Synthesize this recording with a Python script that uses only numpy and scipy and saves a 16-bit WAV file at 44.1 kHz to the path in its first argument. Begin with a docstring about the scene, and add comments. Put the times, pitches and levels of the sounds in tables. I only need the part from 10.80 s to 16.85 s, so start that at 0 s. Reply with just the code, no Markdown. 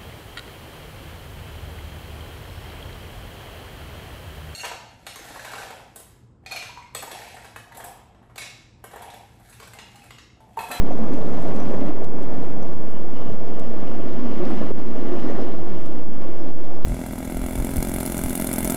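"""A diesel shunting locomotive rolls past a station platform, with wind on the microphone.
From the start, engine puffs and rolling noise rumble, the steel body drones, and wheels rush, hiss and crackle.
Gusts buffet the microphone; thin squeaks, short one-note booms, dull knocks and sharp ticks join in turn.
A higher hum swells later as the wagons follow, while the rumble slowly fades as the locomotive leaves.
Most layers are shaped noise; the booms are wavering tones and the ticks mix tones with noise."""
import sys
import numpy as np
from scipy import signal
from scipy.fft import rfft, irfft
from scipy.io import wavfile
from scipy.ndimage import uniform_filter1d

SR = 44100
rng = np.random.default_rng(int(sys.argv[2]) if len(sys.argv) > 2 else 0)


def file_out(sig):
    """Save sig as 16-bit WAV at sys.argv[1]."""
    # one column per channel
    cols = np.atleast_2d(sig).T
    # limit, then scale
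    lim = np.clip(cols, -1, 1)
    pcm = np.round(lim * 32767).astype(np.int16)
    wavfile.write(sys.argv[1], SR, pcm)


N = 266805
TIME = np.arange(N) / SR  # seconds

FIRING_HZ = 46  # average rate of the engine puffs
DIP_FALL_S = 0.0052
RING_WANDER = .012  # share by which the wheel resonances drift as the contact point moves
GRIT_DB = -7.5  # relative to the finest hiss
OFFSET = .4988  # constant offset, as a share of full scale
EDGE_HZ = 12300  # upper edge of the recorder's band

# rolling noise of the train, swelling as each bogie goes by: (time [s], level [dB])
ROLLING_LEVEL = [(0, -2), (.95, 1), (1.08, 0), (1.27, -5.5), (1.5, -2.5), (1.78, -5), (2.1, -9), (2.45, -7),
                 (3.5, -2.5), (3.72, 1), (3.9, -2.5), (4.05, -4), (4.3, -0.3), (4.62, 4), (4.78, -6.5),
                 (4.93, -3.5), (5.05, -8), (5.2, -3.5), (5.3, -5.5), (5.43, -2.5), (5.52, -7), (5.62, -8),
                 (5.85, -7), (5.97, -3), (6.04, -17)]
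# abrupt drops that creep back: (time [s], depth before recovery [dB], recovery time [s])
LEVEL_DIPS = [(1.11, 3.5, 0.068), (1.255, 1.5, 0.045), (1.70, 0.5, 0.12), (1.935, 5.5, 0.042),
              (2.565, 3.5, 0.034), (3.917, 10.5, 0.035), (4.03, 1.5, 0.073), (4.68, 0, .06),
              (5.237, 5, 0.067), (5.712, 6.5, 0.043)]
# how the rumble follows the rolling:
# (level at 0 dB rolling [dB], change per rolling change [dB/dB], fade as the locomotive leaves [dB/s])
RUMBLE_FOLLOW = (-29.5, 0.44, 0.85)
# spectrum shape of the rumble: (frequency [Hz], level per Hz [dB])
RUMBLE_SPECTRUM = [(40, -19), (100, -17), (175, 0), (240, -3), (330, -0.5), (420, -2.5), (520, -4.5),
                   (640, -8), (760, -10.5), (900, -15.5), (1100, -16), (1450, -26.5), (2500, -35),
                   (6000, -87)]
# coarse roar of the wheels, before jolts and dips: (time [s], level [dB])
ROAR_LEVEL = [(0, -39.5), (.3, -40.5), (.7, -37.5), (1, -36.5), (1.28, -46), (1.55, -43.5), (2.1, -48),
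              (2.6, -45), (3.4, -42.5), (3.8, -39.5), (4.05, -49), (4.3, -40), (4.6, -38.5), (4.8, -43),
              (5.25, -47.5), (5.6, -44), (6, -44)]
# brief changes of the rumble as the wheels jolt: (middle [s], length [s], rise, or fall if negative [dB])
WHEEL_JOLTS = [(.93, 0.1, 2), (3.63, 0.054, 4), (3.825, 0.057, 6), (4.16, 0.069, -1.5), (4.93, 0.055, 3),
               (5.68, 0.16, 3)]
# low drone of the steel body: (time [s], level at 0 dB rolling [dB])
DRONE_LEVEL = [(0, -33), (.8, -35.5), (1.5, -33), (2.3, -34.5), (3.2, -32), (3.8, -32), (4.05, -30.5),
               (4.5, -36), (5.2, -34), (6, -47)]
# narrow hum that swells as the wagons follow: (time [s], level before dips [dB])
HUM_LEVEL = [(0, -54), (2.6, -56), (3.2, -38), (3.7, -37), (4.05, -41), (4.3, -37), (4.8, -35.5),
             (5.25, -42), (5.6, -38.5), (6, -44.5)]
# rush of wheels and air, before dips: (time [s], level [dB])
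RUSH_LEVEL = [(0, -48), (.5, -47), (.6, -45.5), (.95, -45.5), (1.1, -45.5), (1.3, -53), (1.4, -49),
              (1.66, -49), (1.78, -51.8), (1.9, -49.5), (2.25, -52), (2.42, -48.5), (2.7, -50), (2.85, -49),
              (3.3, -47), (3.58, -44.5), (3.78, -42.5), (3.9, -45.5), (4.05, -48), (4.22, -45.5),
              (4.43, -43), (4.5, -43.5), (4.63, -44.5), (4.78, -49.5), (4.95, -47), (5.03, -49.5),
              (5.2, -50.5), (5.29, -52), (5.4, -49.5), (5.5, -49.5), (5.63, -49.5), (5.85, -51.5),
              (6, -51.5)]
# spectrum shape of the rush: (frequency [Hz], level per Hz [dB])
RUSH_SPECTRUM = [(300, -26), (700, 2.5), (1150, 8), (1500, 1), (1900, 0.5), (2300, -2), (2680, -5.5),
                 (3050, -4.5), (3500, -8), (4600, -12), (5300, -12.5), (6500, -27), (11000, -59)]
# finest hiss, before dips: (time [s], level [dB])
HISS_LEVEL = [(0, -63.5), (.25, -64.5), (.4, -62.5), (.8, -62), (1.08, -64.5), (1.28, -69), (1.5, -66.5),
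              (1.67, -66.5), (1.76, -68), (2.4, -69), (2.6, -69), (3.1, -68), (3.5, -68), (3.78, -62.5),
              (4.05, -68), (4.38, -62), (4.62, -65), (4.78, -70.5), (4.92, -67.5), (5.25, -72.5),
              (5.6, -71), (6, -70.5)]
# spectrum shape of the hiss: (frequency [Hz], level per Hz [dB])
HISS_SPECTRUM = [(2500, -30.5), (4500, -10.5), (6000, 10), (6900, 5), (8000, 5.5), (9600, 1), (10500, -4),
                 (11500, -9.5), (13000, -21.5)]
# how strongly the wheels ring on the rail: (time [s], level relative to the rush [dB])
RING_LEVEL = [(0, -21), (.8, -34), (1.4, -19), (2.1, -14), (2.8, -12), (3.6, -15.5), (4.5, -15), (6, -15.5)]
# wheel resonances:
# (pitch [Hz], width [Hz], level at 0 dB rolling, before RING_LEVEL [dB], change per rolling change [dB/dB])
WHEEL_RESONANCES = [(1917, 170, -3.5, 1.3), (2977, 270, -1, 0), (5300, 360, -10.5, 0)]
# wind on the microphone, before gusts: (time [s], buffeting level [dB])
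WIND_LEVEL = [(0, -37), (1.05, -36), (1.2, -41), (1.6, -38.5), (2.3, -42), (3.7, -39), (4.25, -41.5),
              (4.8, -39.5), (6, -44.5)]
# spectrum shape of the wind: (frequency [Hz], level per Hz [dB])
WIND_SPECTRUM = [(10, -30), (32, -18), (46, -4.5), (54, 1), (72, 6), (110, 8.5), (160, 8), (260, -0.5),
                 (600, -55.5)]
# single gusts: (middle [s], length [s], rise, or fall if negative [dB])
WIND_GUSTS = [(.5, 0.087, -2), (.86, 0.077, 4), (1.92, 0.14, 3), (2.5, 0.13, 8.5), (3.83, 0.13, 5),
              (4.484, 0.069, 7), (4.94, .08, 1), (5.98, .12, 4)]
# spectrum shape of the grit: (frequency [Hz], level per Hz [dB])
GRIT_SPECTRUM = [(1500, -14), (3500, 3.5), (6000, 0), (9500, -5.5), (12000, -18)]
# thin squeaks of steel: (middle [s], length [s], pitch [Hz], level at the top of the swell [dB])
STEEL_SQUEAKS = [(.03, 0.052, 9200, -69), (.122, .05, 6100, -58), (0.347, 0.14, 6170, -62),
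                 (0.34, 0.15, 9400, -67), (0.813, 0.1, 5930, -54), (.82, .18, 10100, -68),
                 (1.074, 0.14, 8950, -64), (1.645, .08, 8900, -66), (1.938, .07, 9850, -68),
                 (2.058, .04, 9850, -65), (2.11, 0.067, 9950, -60.5), (2.165, .09, 2950, -55),
                 (2.38, 0.07, 2930, -57), (2.476, 0.085, 2900, -53), (2.52, 0.11, 10100, -67),
                 (3.705, 0.028, 8750, -56), (3.906, .03, 8750, -61), (4.506, .02, 6300, -57),
                 (4.59, .04, 10000, -70), (4.62, 0.1, 5250, -56), (5.622, .16, 5230, -63),
                 (5.96, .1, 5200, -63)]
# brief one-note booms of the steel body: (middle [s], length [s], pitch [Hz], peak level [dB])
BODY_BOOMS = [(.055, 0.092, 276, -26), (.145, 0.082, 245, -25), (.215, 0.11, 237.3, -23.5),
              (.34, 0.09, 280, -25), (.475, 0.099, 239, -29.5), (.92, .06, 423, -31),
              (1.03, 0.12, 272, -26), (1.095, 0.076, 306, -27), (1.595, .1, 256.5, -28),
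              (2.9, .08, 230, -30.5), (3.08, 0.089, 303, -31), (3.15, 0.055, 257, -28.5),
              (3.46, 0.2, 241, -26.5), (3.62, 0.074, 357.6, -22.5), (3.79, .09, 234, -30.5),
              (3.68, 0.079, 247, -31), (3.715, .07, 326.5, -27), (4.175, .08, 263, -28.5),
              (4.3, .09, 264, -29.5), (4.335, 0.16, 365.6, -23.5), (4.455, 0.097, 357, -26.5),
              (4.46, 0.07, 248, -25), (4.55, .07, 339, -25), (4.555, 0.084, 241, -27),
              (4.59, 0.074, 399, -27), (4.845, .07, 355, -37), (4.94, .08, 180, -31),
              (5.68, 0.12, 267.5, -33)]
# dull knocks of the running gear: (time [s], level [dB], centre frequency [Hz])
GEAR_KNOCKS = [(.106, -27, 584), (0.686, -36, 920), (1.215, -28.5, 446), (1.515, -31, 597),
               (1.965, -35, 320), (2.498, -33, 410), (2.607, -52, 307), (3.224, -40, 367),
               (3.825, -38, 460), (3.901, -24.5, 383), (3.969, -34, 360), (4.152, -29.5, 490),
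               (4.224, -33, 357), (4.369, -35, 514), (4.49, -27.5, 442), (4.588, -29, 600), (5.7, -36, 343)]
# sharp ticks: (time [s], level before the treble cut [dB], centre frequency [Hz], spread [octaves])
STEEL_TICKS = [(0.335, -48, 5200, 0.55), (.416, -50, 3700, .2), (.571, -50, 3500, 0.23),
               (.599, -55, 4200, .25), (.625, -48, 7800, 0.6), (.631, -55, 8700, .3), (.669, -57, 3900, .2),
               (.6829, -51, 6000, .9), (.748, -54, 8100, .15), (0.762, -45, 6500, 0.8),
               (1.229, -64, 7500, .5), (1.2445, -45, 7000, 1.2), (1.4287, -49.5, 8500, .55),
               (1.544, -59, 7500, 0.18), (1.8275, -47.5, 6000, 0.14), (1.8522, -60, 8100, 0.67),
               (2.6786, -53, 4970, 0.38), (2.7963, -44, 5230, 0.6), (3.654, -44.5, 4470, 0.37),
               (3.998, -54, 4550, 0.093), (5.059, -46, 8550, 0.76), (5.07, -53, 9000, .25),
               (5.3348, -57, 5960, 0.21), (5.5734, -56, 6400, 0.56)]
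# tones the ticks ring with, before the emphasis of each tick: (frequency [Hz], level [dB])
TICK_TONES = [(3020, 5), (3750, 3), (4850, -0.5), (6050, -0.5), (7750, -3), (8900, -4), (9750, -2.5)]


def gain_of(db):
    """Decibels to amplitude."""
    return 10 ** (np.asarray(db) / 20)


def evened(x):
    """Scales a sound to an rms (average strength) of one."""
    return x / np.sqrt(np.mean(x ** 2) + 1e-20)


def curve(rows):
    """Joins the (time, value) rows of a table into a curve over time."""
    seconds, values = np.transpose(rows)
    return np.interp(TIME, seconds, values)


def add(mix, s, sound):
    """Mixes a sound in at time s."""
    part = mix[max(round(s * SR), 0):][:len(sound)]
    part += sound[:len(part)]


def colour(x, points):
    """Gives x a spectrum drawn on a log-frequency axis."""
    hz, db = np.transpose(points)
    bins = np.fft.rfftfreq(len(x), 1 / SR)
    shape_db = np.interp(np.log(bins + 1), np.log(hz), db)
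    return evened(irfft(rfft(x) * gain_of(shape_db), len(x)))


def band(hz, width_hz):
    """Noise in one bell-shaped band; around zero it is a slow random drift."""
    bins = np.fft.rfftfreq(N, 1 / SR)
    bell = np.exp(-((bins - hz) / width_hz) ** 2)
    return evened(irfft(rfft(rng.standard_normal(N)) * bell, N))


def steadied(x, seconds):
    """Evens out the slow swells of a signal and keeps its fast grain."""
    power = abs(uniform_filter1d(x ** 2, max(int(seconds * SR), 2)))
    return x / np.sqrt(power + 1e-9)


def sway(depth_db, rate_hz):
    """A gain that wanders at random."""
    return gain_of(depth_db * band(0, rate_hz))


def swells(rows):
    """A smooth rise and fall back in dB for each row (the other way round if negative)."""
    db = np.zeros(N)
    for s, length, rise_db in rows:
        add(db, s - length / 2, rise_db * np.hanning(int(length * SR)))
    return db


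def dips():
    """Brief drops of level in dB: a quick fall, then an exponential recovery."""
    db = np.zeros(N)
    for s, depth_db, recovery_s in LEVEL_DIPS:
        t = np.maximum(TIME - s, 0)
        db -= depth_db * np.minimum(t / DIP_FALL_S, 1) * np.exp(-t / recovery_s)
    return db


def patchy(patch_db, size):
    """Noise whose level varies in small patches of time and frequency."""
    z = signal.stft(rng.standard_normal(N), nperseg=256)[2]
    patches = uniform_filter1d(rng.standard_normal(z.shape), size=4, axis=0)  # across frequency
    patches = evened(uniform_filter1d(patches, size=size, axis=1))  # across time
    return signal.istft(z * gain_of(patch_db * patches))[1][:N]


def firing():
    """The throb of the diesel: one puff for each firing, at a slightly unsteady speed."""
    turns = np.cumsum(FIRING_HZ * (1 + 0.021 * band(0, 3.3))) / SR
    phase = turns % 1  # each puff starts at 0 and dies away
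    return evened(np.exp(-phase / 0.14) - np.mean(np.exp(-phase / 0.23)))


def rumble_gain():
    """The rumble's gain follows the rolling and fades as the locomotive leaves."""
    base_db, follow, fade_db_per_s = RUMBLE_FOLLOW
    return gain_of(base_db + follow * curve(ROLLING_LEVEL) - fade_db_per_s * TIME + dips())


def rumble():
    """Exhaust puffs and rolling noise, coloured by the hood and frame, with a coarse roar of the wheels."""
    drive = rng.standard_normal(N) * gain_of(.45 * firing() + 1.1 * band(0, 25))
    body = steadied(colour(drive, RUMBLE_SPECTRUM), seconds=0.046)
    body *= rumble_gain() * sway(depth_db=0.6, rate_hz=15.5)
    roar = steadied(sway(depth_db=2.5, rate_hz=30), seconds=.1) * band(610, 188)
    roar *= gain_of(curve(ROAR_LEVEL) + dips())
    return gain_of(swells(WHEEL_JOLTS)) * (body + roar)


def drones():
    """Two close low resonances of the body, shaken by the rolling, and a somewhat wider hum above them."""
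    low = steadied(band(227.0, 38) + 0.93 * band(277.0, 33.0), seconds=0.12)
    low *= sway(depth_db=0.1, rate_hz=9.9)
    hum = steadied(band(344.6, 48), seconds=0.17) * sway(depth_db=1.5, rate_hz=22)
    low_gain = gain_of(curve(DRONE_LEVEL) + curve(ROLLING_LEVEL))
    return gain_of(dips()) * (low_gain * low + gain_of(curve(HUM_LEVEL)) * hum)


def wheel_ring():
    """Wheel resonances that come and go, each drifting in pitch by itself."""
    out = np.zeros(N)
    for hz, width_hz, db, follow in WHEEL_RESONANCES:
        angle = 2 * np.pi * np.cumsum(hz * (1 + RING_WANDER * band(0, 5))) / SR
        # slow noise on a cosine and a sine makes a narrow band around the drifting pitch
        ring = band(0, width_hz) * np.cos(angle) + band(0, width_hz) * np.sin(angle)
        out += gain_of(db + follow * curve(ROLLING_LEVEL)) * sway(depth_db=2.5, rate_hz=12) * ring
    return gain_of(curve(RING_LEVEL)) * out


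def rush():
    """Wheels on rail and moving air: a continuous rough rush with wheel resonances and a fine hiss on top."""
    flutter = steadied(sway(depth_db=0.95, rate_hz=59), seconds=0.12)
    body = colour(patchy(patch_db=1.46, size=8), RUSH_SPECTRUM)
    hiss = colour(patchy(patch_db=0.8, size=6), HISS_SPECTRUM) * sway(depth_db=1.24, rate_hz=17)
    wheels = gain_of(curve(RUSH_LEVEL)) * (body + wheel_ring())
    return flutter * gain_of(dips()) * (wheels + gain_of(curve(HISS_LEVEL)) * hiss)


def wind():
    """Lumpy eddies at the microphone, changed in level by a few gusts."""
    eddies = rng.standard_normal(N) * sway(depth_db=0.4, rate_hz=37)
    buffeting = steadied(colour(eddies, WIND_SPECTRUM), seconds=0.23)
    return gain_of(curve(WIND_LEVEL) + swells(WIND_GUSTS)) * buffeting


def grit(per_s=450, spread_db=3.0):
    """Fine crackle of grit under the wheels: many tiny clicks, a few larger ones."""
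    sizes = gain_of(spread_db * np.minimum(rng.exponential(1, N), 3)) * rng.choice([-1, 1], N)
    clicks = sizes * (rng.random(N) < per_s / SR)
    return colour(clicks, GRIT_SPECTRUM) * gain_of(curve(HISS_LEVEL) + GRIT_DB + dips())


def squeaks(core_hz=150, skirt_hz=800, skirt_per_hz=0.00013, waver_share=.008):
    """Flanges stick and slip on the rail: a ragged, wavering note inside a scrape that grows with the pitch."""
    out = np.zeros(N)
    stutter = steadied(sway(depth_db=1.5, rate_hz=110), seconds=.04)
    core = steadied(band(0, core_hz), seconds=.02)
    scrape = band(0, skirt_hz)
    waver = 1 + waver_share * band(0, 40)
    for s, length, hz, db in STEEL_SQUEAKS:
        count = max(int(length * SR), 2)
        now = (int(s * SR) + np.arange(count)) % N
        rasp = stutter[now] * (core[now] + skirt_per_hz * hz * scrape[now])
        note = evened(rasp * np.sin(2 * np.pi * np.cumsum(hz * waver[now]) / SR))
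        # dividing by the root of two makes it as strong as a sine of that peak level
        add(out, s - length / 2, gain_of(db) * np.hanning(count) * note / np.sqrt(2))
    return out


def booms(waver_hz=7.9, rate_hz=21.7):
    """The steel body booms briefly on one unsteady note for each row."""
    out = np.zeros(N)
    waver = waver_hz * band(0, rate_hz)
    for s, length, hz, db in BODY_BOOMS:
        count = max(int(length * SR), 2)
        turns = np.cumsum(hz + waver[int(s * SR):][:count]) / SR
        note = np.hanning(len(turns)) * np.sin(2 * np.pi * turns)
        add(out, s - length / 2, gain_of(db) * note)
    return out


def knocks(attack_s=0.002, decay_s=0.015, octaves=0.53, size=4096):
    """Slack in the bogies and couplings: short, heavily damped blows of noise around one pitch."""
    out, t = np.zeros(N), TIME[:size]
    bins = np.fft.rfftfreq(size, 1 / SR) + 1
    for s, db, hz in GEAR_KNOCKS:
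        damping = (1 + (np.log2(bins / hz) / octaves) ** 2) ** 2
        noise = irfft(rfft(rng.standard_normal(size)) / damping)
        blow = noise * (1 - np.exp(-t / attack_s)) * np.exp(-t / decay_s)
        # the level is the rms if all the energy lay within 10 ms
        add(out, s, gain_of(db) * blow / np.linalg.norm(blow) * np.sqrt(.01 * SR))
    return out


def ticks(decay_s=0.0013, skirt=0.14, crack=1.0, size=512):
    """Steel clicks on steel: a crack of noise and a few short tones, strongest around one pitch."""
    out, t = np.zeros(N), TIME[:size]
    bins = np.fft.rfftfreq(size, 1 / SR) + 1
    mode_hz, mode_db = np.transpose(TICK_TONES)
    for s, db, hz, octaves in STEEL_TICKS:
        away = np.log2(bins / hz) ** 2
        emphasis = np.exp(-.5 * away / octaves ** 2) + skirt * np.exp(-away / 4)
        noise = evened(irfft(rfft(rng.standard_normal(size)) * emphasis))
        tones = np.sin(2 * np.pi * (np.outer(t, mode_hz) + rng.random(len(mode_hz))))
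        ring = evened(tones @ (gain_of(mode_db) * np.interp(mode_hz, bins, emphasis)))
        burst = (ring + crack * noise) * (1 - np.exp(-t / 0.00017)) * np.exp(-t / decay_s)
        # the level is the rms if all the energy lay within 2 ms
        add(out, s, gain_of(db) * burst / np.linalg.norm(burst) * np.sqrt(.002 * SR))
    return signal.lfilter(*signal.butter(8, 10700, fs=SR), out)  # cut the extreme treble


def scene():
    """Locomotive and wind at one microphone."""
    steady = rumble() + drones() + rush() + wind() + grit()
    events = squeaks() + booms() + knocks() + ticks()
    return (steady + events)[None]  # one channel


def record(dry):
    """The recorder limits the band and rests on a constant offset voltage."""
    lowpass = signal.firwin(511, EDGE_HZ, window=("kaiser", 9), fs=SR)
    return OFFSET + signal.oaconvolve(dry, lowpass[None], "same", axes=1)


dry = scene()
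out = record(dry)
file_out(out)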